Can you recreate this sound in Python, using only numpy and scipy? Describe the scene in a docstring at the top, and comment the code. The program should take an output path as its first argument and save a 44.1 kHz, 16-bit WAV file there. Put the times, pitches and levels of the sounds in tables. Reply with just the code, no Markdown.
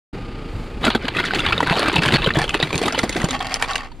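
"""After a short silence an engine, heard by a small camera on the asphalt, hums as a wavering tone with hiss.
A car idles over two rows of empty metal cans: they puff hollow thumps (low damped sines) and crackle (tiny
rings and noise), and their walls buckle in sharp snaps (bursts of ringing noise). The sound widens, its treble
leaning right, as the wheel nears. Late on, flattened cans drag (rough noise rings the sheet) and spring back in
ticks (treble bursts), while the engine fades as the wheel rolls past."""
import sys
import numpy as np
from scipy import signal
from scipy.fft import rfft, irfft
from scipy.io import wavfile
from scipy.ndimage import uniform_filter1d

SR = 44100
rng = np.random.default_rng(int(sys.argv[2]) if len(sys.argv) > 2 else 0)


def gain_from_db(level_db):
    """Turn a decibel level (scalar or array-like) into a linear amplitude factor."""
    decades = np.asarray(level_db, float) / 20
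    return 10 ** decades


def put_to_file(sound):
    """Save the sound as 16-bit audio at rate SR, in the file named by the first command-line argument."""
    columns = np.atleast_2d(sound).T  # one column per channel
    safe = np.clip(columns, -1, 1)
    whole_steps = np.round(safe * 32767)
    wavfile.write(sys.argv[1], SR, whole_steps.astype(np.int16))


N = 176400  # samples, 4 s
OPENS_S = 0.128

# engine over time: (time [s], firing tone [dB], whirr and hiss [dB], rumble [dB])
ENGINE_LEVELS = [(.14, -35, 1.5, -35), (.76, -34.5, 0.5, -38.5), (1.26, -41, -5, -44),
                 (1.48, -32, 3.5, -29), (1.75, -50, 0, -40), (2.06, -53, 4.5, -39), (2.2, -32.5, 5, -39),
                 (2.5, -35, -2, -32.5), (2.7, -46, -1.5, -41), (3.3, -44, -3, -33),
                 (3.75, -36.5, -10.5, -41.5), (3.88, -39.5, -16, -46.5), (4, -41, -21, -39)]
# colour of the engine hiss: (frequency [Hz], level [dB per Hz])
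ENGINE_HISS_COLOUR = [(59, -13.5), (100, -3), (373, -6.5), (415, -9), (452, -11), (691, -19), (872, -14),
                      (950, -23.5), (1250, -17), (1720, -24.5), (2400, -21.5), (4000, -31), (4700, -31),
                      (6000, -43.5), (10000, -50), (16000, -76)]
# steady whirring tones of the engine: (average frequency [Hz], level [dB])
ENGINE_WHIRRS = [(226.1, -48), (463.0, -47.5), (796.7, -53.5), (1233, -49)]
FIRING_HZ, ENGINE_HISS_DB = 28.3, -33  # average firing pitch; hiss level beside the whirrs

# collapsing can bodies: (time [s], level [dB], pitch [Hz], a third of the periods taken to fade 60 dB [cycles])
CAN_THUMPS = [(0.537, -24.5, 86, 3.3), (0.873, -5.5, 228, 3.7), (0.946, -0.5, 240, 2.2),
              (1.039, -13.5, 254, 3.9), (1.156, -14, 330, 4.9), (1.194, -18.5, 363, 7.5),
              (1.273, -21, 383, 2.8), (1.365, -9.5, 320, 2.4), (1.435, -16, 330, 2.5),
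              (1.622, -1, 286, 1.9), (1.673, -11.5, 149, 1.5), (1.704, -6, 166, 2.4), (1.821, -13, 303, 3),
              (1.846, -15.5, 302, 5.4), (1.877, -6.5, 297, 2.8), (1.925, -6.5, 317, 2.5),
              (1.95, -16, 170, 4.6), (1.979, -7.5, 163.5, 3), (2.055, -17, 138, 6.6),
              (2.128, -12.5, 140, 4.2), (2.144, -20, 355, 4), (2.2, -19, 125, 3.1), (2.268, -3.5, 155, 1.6),
              (2.365, -4.5, 141, 2.2), (2.372, -9, 335, 3.7), (2.405, -15.5, 145, 2.6),
              (2.545, -6.5, 415, 3.2), (2.624, -10.5, 149, 2.7), (2.73, -7.5, 352, 2.5),
              (2.746, -8.5, 150, 1.84), (2.81, -7, 436, 3.4), (2.85, -6, 400, 1.8), (2.902, -16, 382, 3.3),
              (2.936, -12, 377, 2.5), (2.973, -17, 255, 2.9), (3.031, 0, 236, 1.46), (3.089, -13, 283, 2.3),
              (3.153, -6.5, 370, 3.2), (3.236, -1, 175, 1.64), (3.453, -24, 109, 1.6),
              (3.61, -30.5, 100, 2.4)]
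# air note of the last cans: (time [s], level [dB])
HOLLOW_LEVELS = [(2.6, -60), (2.9, -39.5), (3.3, -35), (3.75, -49.5), (3.85, -51)]
HOLLOW_HZ = 261.6
THUMP_LAG_S = 0.00526  # each thump starts this long after its listed time

# small crackle under the tyre: (time [s], level [dB], groan of the can walls relative to it [dB])
CRACKLE_LEVELS = [(.8, -34, 2), (0.849, -18.5, -9), (.89, -26, -2), (.93, -32.5, -26), (.96, -19.5, -6),
                  (.99, -44.5, -9), (1.04, -28, -15), (1.11, -39, -12), (1.172, -20, -11.5),
                  (1.22, -30.5, -9), (1.27, -17.5, -21), (1.32, -29, -11.5), (1.36, -22.5, -9),
                  (1.43, -27, -15), (1.47, -23, -11), (1.56, -31, -9), (1.65, -28.5, -12),
                  (1.71, -14.5, -18.5), (1.75, -25, -6.5), (1.79, -21, -11.5), (1.88, -18.5, -18),
                  (1.91, -24, -13), (1.96, -20.5, -5), (2.004, -35, -9), (2.03, -20.5, -10.5),
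                  (2.08, -16.5, -12.5), (2.104, -23, -10.5), (2.145, -15, -6.5), (2.19, -24.5, -17),
                  (2.27, -26, -4), (2.33, -52, -3), (2.398, -17, -15), (2.47, -42, 6), (2.551, -25, -9),
                  (2.58, -30.5, -18), (2.63, -24.5, -5.5), (2.69, -32.5, -6), (2.74, -36.5, 2),
                  (2.87, -26.5, -4), (2.91, -28, -24), (2.96, -31, -7.5), (3.07, -39, 5.5),
                  (3.16, -22, -14), (3.2, -27, -3), (3.26, -31, -3), (3.4, -57, -12)]
GRAINS_PER_S = 900
CRACKLE_TREBLE_DB, TREBLE_RISE_DB_PER_S = -34.5, 5.5  # brighter as the wheel nears
# colour of the crackling walls and of the grit: (frequency [Hz], level [dB per Hz])
METAL_COLOUR = [(350, -24.5), (600, -1), (1450, 3), (2570, 3), (3730, 1), (4570, -4), (5500, -18.5),
                (7150, -50), (12100, -120)]
# colour of the treble crack: (frequency [Hz], level [dB per Hz])
TREBLE_COLOUR = [(3240, -42), (5500, 9.5), (7500, -6), (9300, 6.5), (11500, -14.5), (15500, -21)]
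WALL_Q, WALL_SWING_DB = 21.5, 5.5  # sharpness of the wall resonances, how far each comes and goes

# wall buckles: (time [s], level [dB], low ring [Hz], high ring [Hz], high ring relative [dB],
# treble crack relative [dB], length [s])
WALL_SNAPS = [(0.85, -11.5, 596, 2030, -3.5, -10.5, 0.036), (0.866, -6.5, 640, 1520, -3.5, -36, 0.041),
              (0.88, -22.5, 1450, 1400, 15.5, -35, 0.018), (0.902, -8, 770, 2150, -10, -20, 0.021),
              (0.949, -8, 752, 1535, -0.5, -31, 0.024), (1.024, -26, 1450, 1470, -5, -14, 0.025),
              (1.048, -30, 501, 1580, 6, -28, 0.02), (1.081, -5.5, 1590, 1650, -21, -30, 0.023),
              (1.149, -19, 1230, 1980, 3, -26, 0.026), (1.167, -17, 1310, 2540, 4.5, -15, 0.022),
              (1.185, -13.5, 1457, 1830, 4.5, -36, 0.067), (1.198, -11, 1420, 1620, -9, -20, 0.029),
              (1.24, -22.5, 1430, 1460, 9.5, -15, 0.012), (1.253, -18.5, 1500, 1830, 7, -9.5, 0.047),
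              (1.308, -17.5, 1430, 1525, 10, -42, 0.016), (1.335, -8.5, 775, 1500, -15, -32, 0.016),
              (1.348, -14.5, 1295, 4300, -3, -10.5, 0.035), (1.373, -21, 1320, 2230, 0, -21, 0.024),
              (1.393, -13.5, 1370, 2790, 7, -12, 0.021), (1.403, -10, 1460, 3530, 0, -23, 0.02),
              (1.434, -21, 507, 2000, 0, -35, 0.021), (1.447, -19, 1410, 2220, 5, -37, 0.022),
              (1.463, -6.5, 1155, 3720, -2, -44, 0.019), (1.497, -13.5, 507, 1980, -14, -26, 0.018),
              (1.523, -7, 1380, 1550, -24, -39, 0.028), (1.579, -9.5, 527, 3700, 4, -37, 0.013),
              (1.604, -3.5, 953, 1490, -8.5, -25, 0.021), (1.629, -11.5, 1370, 1950, 4, -42, 0.024),
              (1.672, -10.5, 1500, 1560, -2.5, -19, 0.02), (1.697, -10, 1240, 1700, -16, -25, 0.017),
              (1.771, -8, 475, 1990, -19, -22, 0.035), (1.794, -5.5, 550, 1640, -11, -13.5, 0.015),
              (1.857, -11, 1287, 1650, -16, -36, 0.052), (1.883, -2.5, 1173, 2730, -25, -23.5, 0.017),
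              (1.928, -16.5, 830, 3730, 2, -12, 0.028), (1.959, -12, 820, 2440, -25, -11, 0.023),
              (1.963, -13, 920, 1500, -12, -31, 0.031), (1.982, -4.5, 786, 2375, -18, -33, 0.012),
              (2.02, -10.5, 1500, 3100, -5, -18, 0.027), (2.034, -9.5, 1410, 1640, -5, -12, 0.018),
              (2.058, -9.5, 1080, 3300, 0.5, -13, 0.028), (2.08, -11.5, 579, 3050, 1, -16.5, 0.032),
              (2.125, -8, 1020, 1990, -16, -43, 0.023), (2.138, -10, 920, 2120, -12, -27, 0.033),
              (2.219, -23, 496, 1500, 7, -31, 0.03), (2.22, -20, 1490, 3510, 8.5, -27, 0.018),
              (2.243, -8.5, 1100, 3730, -6, -31, 0.017), (2.261, -8.5, 520, 3130, -0.5, -36, 0.036),
              (2.272, -6, 1494, 1446, -12, -42, 0.018), (2.305, -12, 1340, 1816, 5, -42, 0.016),
              (2.338, -18, 550, 3980, 6.5, -25, 0.01), (2.348, -13.5, 1260, 3000, -12, -21, 0.015),
              (2.355, -9, 610, 1760, -3.5, -29, 0.022), (2.389, -5.5, 1020, 1745, -6, -14, 0.0063),
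              (2.417, -7, 636, 1755, -1.5, -11.5, 0.0037), (2.441, -8, 514, 3210, -1, -22, 0.015),
              (2.479, -14, 960, 3100, 1.5, -36, 0.015), (2.493, -7, 1170, 2180, -18, -15.5, 0.012),
              (2.543, -2.5, 985, 1780, -8.5, -23, 0.0074), (2.601, -9, 495, 3690, 3.5, -42, 0.01),
              (2.627, -4.5, 700, 1935, -2, -16.5, 0.0058), (2.705, -19.5, 1080, 2350, 1.5, -21, 0.02),
              (2.729, -8.5, 510, 2430, -2.5, -21, 0.0098), (2.743, -15.5, 520, 2470, 1, -18, 0.022),
              (2.756, -21.5, 523, 2500, -8, -1, 0.012), (2.779, -9, 560, 2830, -7, -8, 0.0049),
              (2.816, -16, 483, 1620, -19, -9.5, 0.02), (2.829, -19, 600, 4500, -3, -5, 0.01),
              (2.835, -11, 643, 1660, -17, -24, 0.021), (2.858, -17, 925, 3670, 5, -9.5, 0.044),
              (2.88, -8, 1250, 1800, -11, -15, 0.026), (2.924, -12, 667, 5100, -1, -16.5, 0.028),
              (2.946, -12, 900, 3000, -1, -37, 0.026), (2.952, -17, 1030, 2870, -18, -38, 0.028),
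              (2.977, -10.5, 530, 2130, -21, -33, 0.031), (2.986, -27, 1210, 3000, -10, 1, 0.013),
              (2.99, -6.5, 2060, 4170, -1.5, -12, 0.021), (2.999, -25, 2000, 3570, 5, -20, 0.014),
              (3.016, -32, 1500, 4500, 10, -17, 0.01), (3.032, -10, 980, 1900, -4, -18, 0.022),
              (3.04, -11, 730, 2070, -19, -22, 0.026), (3.094, -10, 510, 2090, -5.5, -9.5, 0.021),
              (3.127, -22, 708, 2630, 6, -3, 0.012), (3.166, -15.5, 726, 1970, 2, -9, 0.049),
              (3.217, -20.5, 815, 1940, 8.5, -8, 0.013), (3.244, -14.5, 835, 2300, -12, -9, 0.029),
              (3.287, -14.5, 527, 2130, -6, -12, 0.028), (3.308, -15, 1300, 3620, -0.5, -5, 0.014),
              (3.404, -12.5, 760, 2850, -27, -29, 0.031), (3.519, -18.5, 1320, 2460, 0.5, -9, 0.017),
              (3.542, -9.5, 1090, 5320, 6.5, -6, 0.0049), (3.598, -19, 920, 2310, -5, -14, 0.025),
              (3.614, -20, 1030, 1500, 0, -15, 0.03), (3.6242, -5.5, 1830, 3200, -10.5, -13, 0.016),
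              (3.642, -17.5, 1160, 1890, 3, -17, 0.031), (3.71, -18, 1385, 1680, -24, -9, 0.031),
              (3.756, -11, 745, 2820, 2.5, -8.5, 0.032), (3.916, -34, 920, 3200, -15, -24, 0.031)]
# ringing tones of a can: (frequency [Hz], level [dB], decay time before a stretch and a 0.12 s cap [s])
CAN_MODES = [(221, -20, 0.24), (465.2, 14, 0.22), (1210, -34, 0.64), (1500, -28, 0.52)]
SNAP_CYCLES, TAIL_T60_S = 18.6, 0.09
RISE_SHARE, CRACK_SHARE = 0.074, 0.18  # parts of a snap's length

# flattened cans dragging on the asphalt: (time [s], level [dB])
DRAG_LEVELS = [(3.25, -31.5), (3.38, -35.5), (3.42, -27.5), (3.53, -35), (3.6, -34.5), (3.66, -29),
               (3.72, -29.5), (3.8, -34), (3.86, -32.5), (3.885, -52), (3.93, -60)]
# what the flattened sheet rings with: (frequency [Hz], width before broadening [Hz], level [dB])
SHEET_RINGS = [(805, 104, 7.5), (1110, 47, 10), (1810, 45, 6), (2060, 33, -5), (2640, 52, 6.5),
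               (3200, 28, 5.5)]
# bright ticks as the flattened cans spring back: (time [s], level [dB], pitch [Hz])
SPRING_TICKS = [(3.3923, -25, 4500), (3.4255, -23.5, 5900), (3.469, -20, 4000), (3.495, -27, 3900),
                (3.558, -18.5, 2700), (3.684, -24.5, 4000), (3.7339, -21, 3900), (3.7796, -22, 3510)]

# colour of the sideways spread: (frequency [Hz], level [dB])
SIDE_COLOUR = [(60, -8.5), (110, -17), (200, -18), (380, -21.5), (700, -11.5), (1290, -10), (2380, -6.5),
               (4400, -4.5), (8120, 0), (15000, 4.5)]
# stereo width as the wheel nears: (time [s], treble [dB], bass and middle [dB])
WIDTH_LEVELS = [(0, -14, -29), (2.15, -15.5, -27.5), (2.5, -4, -10), (2.8, -1.5, -5), (3.3, -1, -3),
                (4, -1.5, 0.5)]
# the camera housing colours everything: (frequency [Hz], level [dB])
HOUSING_COLOUR = [(4000, 0), (4650, 2), (5600, -4), (7000, 0.5), (8200, -0.5), (10400, -1), (11500, -5.5),
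                  (14500, -2), (16000, -22)]


def col(table, t, k):
    """Column k of a curve table at times t."""
    return np.interp(t, np.array(table)[:, 0], np.array(table)[:, k])


def unit(x):
    """Scale to rms 1."""
    return x / np.sqrt(np.mean(x ** 2))


def colour(x, table, size=2048):
    """Causal minimum-phase filter from (frequency [Hz], level [dB]) points."""
    a = np.array(table)
    hz = np.arange(size // 2 + 1) * SR / size
    log_gain = np.interp(np.log(hz + 1), np.log(a[:, 0]), a[:, 1]) * np.log(10) / 20
    # folding the cepstrum forward in time makes the filter minimum-phase
    cepstrum = irfft(log_gain)
    cepstrum[1:size // 2] *= 2
    cepstrum[size // 2 + 1:] = 0
    return signal.fftconvolve(x, irfft(np.exp(rfft(cepstrum))))[:len(x)]


def walk(rate):
    """Random levels held 1 / rate s and slewed; spread near 1."""
    k = int(SR / rate)
    held = np.repeat(rng.standard_normal(N // k + 1), k)
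    return 1.338 * uniform_filter1d(uniform_filter1d(held, k), k)[:N]


def fade(t, t60):
    """Exponential decay, down 60 dB after t60 seconds."""
    return np.exp(-np.log(1000) * t / max(t60, 1e-3))


def add(out, s, x):
    """Mix x in at time s."""
    i = int(s * SR)
    out[i:i + len(x)] += x[:len(out) - i]


def ring(hz, cycles, rise_s):
    """A damped sine that loses 60 dB in 3 x cycles periods."""
    t = np.arange(int(3 * cycles / hz * SR)) / SR
    rise = 1 - np.exp(-t / max(rise_s, 1e-5))
    return np.sin(2 * np.pi * hz * t) * fade(t, 3 * cycles / hz) * rise


def band(hz, q, count):
    """Noise ringing in one resonance of sharpness q, rms 1."""
    b, a = signal.iirpeak(min(hz, 0.45 * SR), max(q, 0.3), SR)
    return unit(signal.lfilter(b, a, rng.standard_normal(count + 400))[400:])


def engine(t):
    """A wavering firing tone, faint whirring tones, rumble, and broad noise that throbs with the firings."""
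    phase = 2 * np.pi * np.cumsum(FIRING_HZ * (1 + 0.0954 * walk(7.0))) / SR
    firing = np.sqrt(2) * np.sin(phase) * gain_from_db(col(ENGINE_LEVELS, t, 1) + 0.5 * walk(14))
    hiss = unit(colour(rng.standard_normal(N), ENGINE_HISS_COLOUR, size=8192))
    hiss = hiss * (1 + 0.28 * np.sin(phase)) * gain_from_db(1.2 * walk(9))
    whirr = np.zeros(N)
    for hz, db in ENGINE_WHIRRS:
        whirr_phase = 2 * np.pi * np.cumsum(hz * (1 + 0.0075 * walk(10))) / SR
        whirr += gain_from_db(db + 2 * walk(35)) * np.sin(whirr_phase)
    rumble = gain_from_db(col(ENGINE_LEVELS, t, 3) - 0.5 + 3.3 * walk(5.99)) * band(51.5, 1.47, N)
    return firing + rumble + gain_from_db(col(ENGINE_LEVELS, t, 2)) * (gain_from_db(ENGINE_HISS_DB) * hiss + whirr)


def thumps(t):
    """A can caves in and pushes out its air in a few low cycles; the last cans hum like blown bottles."""
    out = np.zeros(N)
    for s, db, hz, cycles in CAN_THUMPS:
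        start, cycles = s + THUMP_LAG_S, max(cycles, 0.7)
        add(out, start, gain_from_db(db + 6.5) * ring(hz, cycles, 0.0055))
        add(out, start, gain_from_db(db - 2.5) * ring(1.845 * hz, cycles, 0.0015))
        add(out, start, gain_from_db(db) * ring(0.66 * hz, 1.0, 0.011))
        # the can's hollow rattles on
        add(out, start, gain_from_db(db - 14.5) * fade(t[:2500], 0.06) * band(333.0, 4.0, 2500))
    return out + gain_from_db(col(HOLLOW_LEVELS, t, 1)) * band(HOLLOW_HZ, 25.0, N)


def walls():
    """Dented walls: many narrow resonances that wake and die on their own as the creases move."""
    patches = np.zeros(N)
    for hz in 450 * 11.0 ** np.linspace(0, 1, 20):
        patches += np.sqrt(hz) * gain_from_db(WALL_SWING_DB * walk(45)) * band(hz, WALL_Q, N)
    return unit(colour(unit(patches) + gain_from_db(-8) * rng.standard_normal(N), METAL_COLOUR))


def crackle(t):
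    """Many tiny creases: clicks of widely scattered size, each ringing a few cycles at its own pitch."""
    first, last = CRACKLE_LEVELS[0][0], CRACKLE_LEVELS[-1][0]
    rings, pings, clicks = np.zeros((3, N))
    patch = 0.5 + 0.5 * np.tanh(0.8 * walk(35))  # the patch of wall that is creasing sets the pitch
    for place, chance, p, q in rng.random((int(GRAINS_PER_S * 4), 4)):
        s = place * N / SR
        size = min((1 - chance) ** -0.6, 8.0)  # mostly small, a few large
        hz = 600 * 7.59 ** (0.583 * p + 0.487 * patch[int(place * N)])
        add(rings, s, size * ring(hz, 4.5 + 9 * q, 0.00016))
        add(pings, s, size * ring(4500 * 1.8 ** q, 6 + 25 * p, 0.0001) * gain_from_db(-9 * q))
        clicks[int(s * SR)] += size
    puff = signal.fftconvolve(clicks, fade(np.arange(1500) / SR, 0.016))[:N]
    mids = unit(rings) + gain_from_db(2) * unit(puff * walls())
    treble = unit(puff * colour(rng.standard_normal(N), TREBLE_COLOUR)) + gain_from_db(-17) * unit(pings)
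    treble = gain_from_db(CRACKLE_TREBLE_DB + TREBLE_RISE_DB_PER_S * (t - first)) * treble
    groan = gain_from_db(4.18 * walk(25.45)) * (band(187.0, 1.32, N) + 0.83 * band(357.0, 3.4, N))
    groan = gain_from_db(col(CRACKLE_LEVELS, t, 2)) * groan
    on = np.clip((t - first) / 0.044, 0, 1) * np.clip((last - t) / 0.023, 0, 1)
    return on * gain_from_db(col(CRACKLE_LEVELS, t, 1) + 1.55 * walk(60)) * (0.49 * mids + treble + groan)


def snaps():
    """Each buckle shakes two patches of wall for its length, rattles, cracks in the treble and rings the can."""
    tone, body, treble, hits = np.zeros((4, N))
    t = np.arange(3000) / SR
    # the rattle builds after the first crack
    rattle = (1 - np.exp(-t / 0.0034)) * fade(t, TAIL_T60_S)
    for s, db, low_hz, high_hz, high_db, treble_db, length in WALL_SNAPS:
        shape = 1.7 * fade(t, length) * (1 - np.exp(-t / max(RISE_SHARE * length, 1e-5)))
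        # noise: the two patches, a broad wash, a treble burst at a random pitch
        patches = gain_from_db(-11.0) * band(low_hz, 18.0, len(t)) + gain_from_db(high_db - 13.5) * band(high_hz, 26.0, len(t))
        add(tone, s, gain_from_db(db) * shape * patches)
        add(tone, s, gain_from_db(db - 17.0) * shape * band(np.sqrt(low_hz * high_hz) * 0.71, 0.93, len(t)))
        add(tone, s, gain_from_db(db + treble_db - 4.5) * shape * band(5200 * 2.0 ** rng.random(), 6.3, len(t)))
        # damped sines: low ring, high ring, a very short treble click
        add(tone, s, gain_from_db(db - 5.5) * ring(low_hz, max(0.48 * length * low_hz, 1), 0.0008))
        add(tone, s, gain_from_db(db + high_db - 2.5) * ring(high_hz, SNAP_CYCLES, 0.00024))
        add(tone, s, gain_from_db(db + treble_db + 17.5) * ring(4500.0, 0.63, 0.00003))
        # loudness curves for the wall rattle and the treble crack
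        add(body, s, gain_from_db(db - 6.5) * (shape + rattle))
        add(treble, s, gain_from_db(db + treble_db) * (fade(t, CRACK_SHARE * length) + gain_from_db(-8) * rattle))
        add(hits, s, gain_from_db(db) * np.ones(1))
    tears = unit(gain_from_db(3.7 * walk(250)))  # the rattle comes in jagged tears
    t = np.arange(8000) / SR
    modes = np.zeros(len(t))
    for hz, db, t60 in CAN_MODES:
        modes += gain_from_db(db) * np.sin(2 * np.pi * hz * t) * fade(t, min(1.8 * t60, 0.12))
    can = signal.fftconvolve(hits, modes / np.abs(modes).max())[:N]
    crack = treble * unit(colour(rng.standard_normal(N), TREBLE_COLOUR))
    return tone + gain_from_db(-6.5) * body * tears * walls() + gain_from_db(-6.5) * crack + gain_from_db(-23) * can


def drag(t):
    """Clustered stick-slip on the grit, each slip a short scuff, rings the flattened sheet."""
    slips = (rng.random(N) < 0.03) * gain_from_db(3.6 * walk(40)) * rng.exponential(size=N)
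    scuffs = signal.fftconvolve(slips, fade(np.arange(600) / SR, 0.015))[:N] * rng.standard_normal(N)
    sheet = np.zeros(N)
    for hz, width, db in SHEET_RINGS:
        b, a = signal.iirpeak(hz, hz / max(1.1 * width, 60), SR)
        sheet += gain_from_db(db) * signal.lfilter(b, a, scuffs)
    sheet = colour(sheet, [(3000, 2), (6000, 1.5), (14000, -5)])
    grit = gain_from_db(-2.5) * unit(colour(scuffs, METAL_COLOUR))
    first, last = DRAG_LEVELS[0][0], DRAG_LEVELS[-1][0]
    on = np.clip((t - first) / 0.068, 0, 1) * np.clip((last - t) / 0.024, 0, 1)
    return on * gain_from_db(col(DRAG_LEVELS, t, 1)) * (unit(sheet) + grit)


def ticks():
    """The springing metal gives short treble bursts of noise, each around one pitch."""
    out, t = np.zeros(N), np.arange(1500) / SR
    for s, db, hz in SPRING_TICKS:
        burst = band(hz, 6.3, len(t)) + 0.46 * band(hz, 0.9, len(t))
        add(out, s, gain_from_db(db - 6) * fade(t, 0.019) * burst)
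    return colour(out, [(5000, 2.5), (15000, -6)])


def scene():
    """Nearly mono; the sound spreads and its treble leans right as the wheel nears, its place ever shifting."""
    t = np.arange(N) / SR
    mid = engine(t) + thumps(t) + crackle(t) + snaps() + drag(t) + ticks()
    # two short random smears of the sound, blended by a wandering angle
    scatter = rng.standard_normal((2, 300)) * fade(np.arange(300) / SR, 0.0084)
    a, b = (signal.fftconvolve(mid, v / np.linalg.norm(v))[:N] for v in scatter)
    turn = 3 * walk(40)  # radians
    spread = colour(a * np.cos(turn) + b * np.sin(turn), SIDE_COLOUR)
    low = signal.sosfilt(signal.butter(6, 4000, "low", fs=SR, output="sos"), spread)
    high = signal.sosfilt(signal.butter(6, 4000, "high", fs=SR, output="sos"), spread)
    # taking treble from the left and giving it to the right makes the lean
    high -= 0.3 * signal.sosfiltfilt(signal.butter(2, 6000, "high", fs=SR, output="sos"), mid)
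    side = gain_from_db(col(WIDTH_LEVELS, t, 1)) * high + gain_from_db(col(WIDTH_LEVELS, t, 2)) * low
    return np.array([mid + side, mid - side]) * np.clip((t - OPENS_S) / 0.0054, 0, 1)


def roll_off(x):
    """The treble ends steeply here."""
    return signal.sosfilt(signal.butter(12, 16280, fs=SR, output="sos"), x)


def record(dry):
    """The camera housing colours the treble; the camera rounds the loudest peaks and cuts the top."""
    housed = np.array([colour(channel, HOUSING_COLOUR) for channel in dry])
    rounded = np.tanh(0.79 * housed) / 0.78
    top_cut = signal.ellip(8, 0.3, 70, 15700, fs=SR, output="sos")
    mix = signal.sosfilt(top_cut, rounded)
    return roll_off(mix)


dry = scene()
out = record(dry)
put_to_file(out)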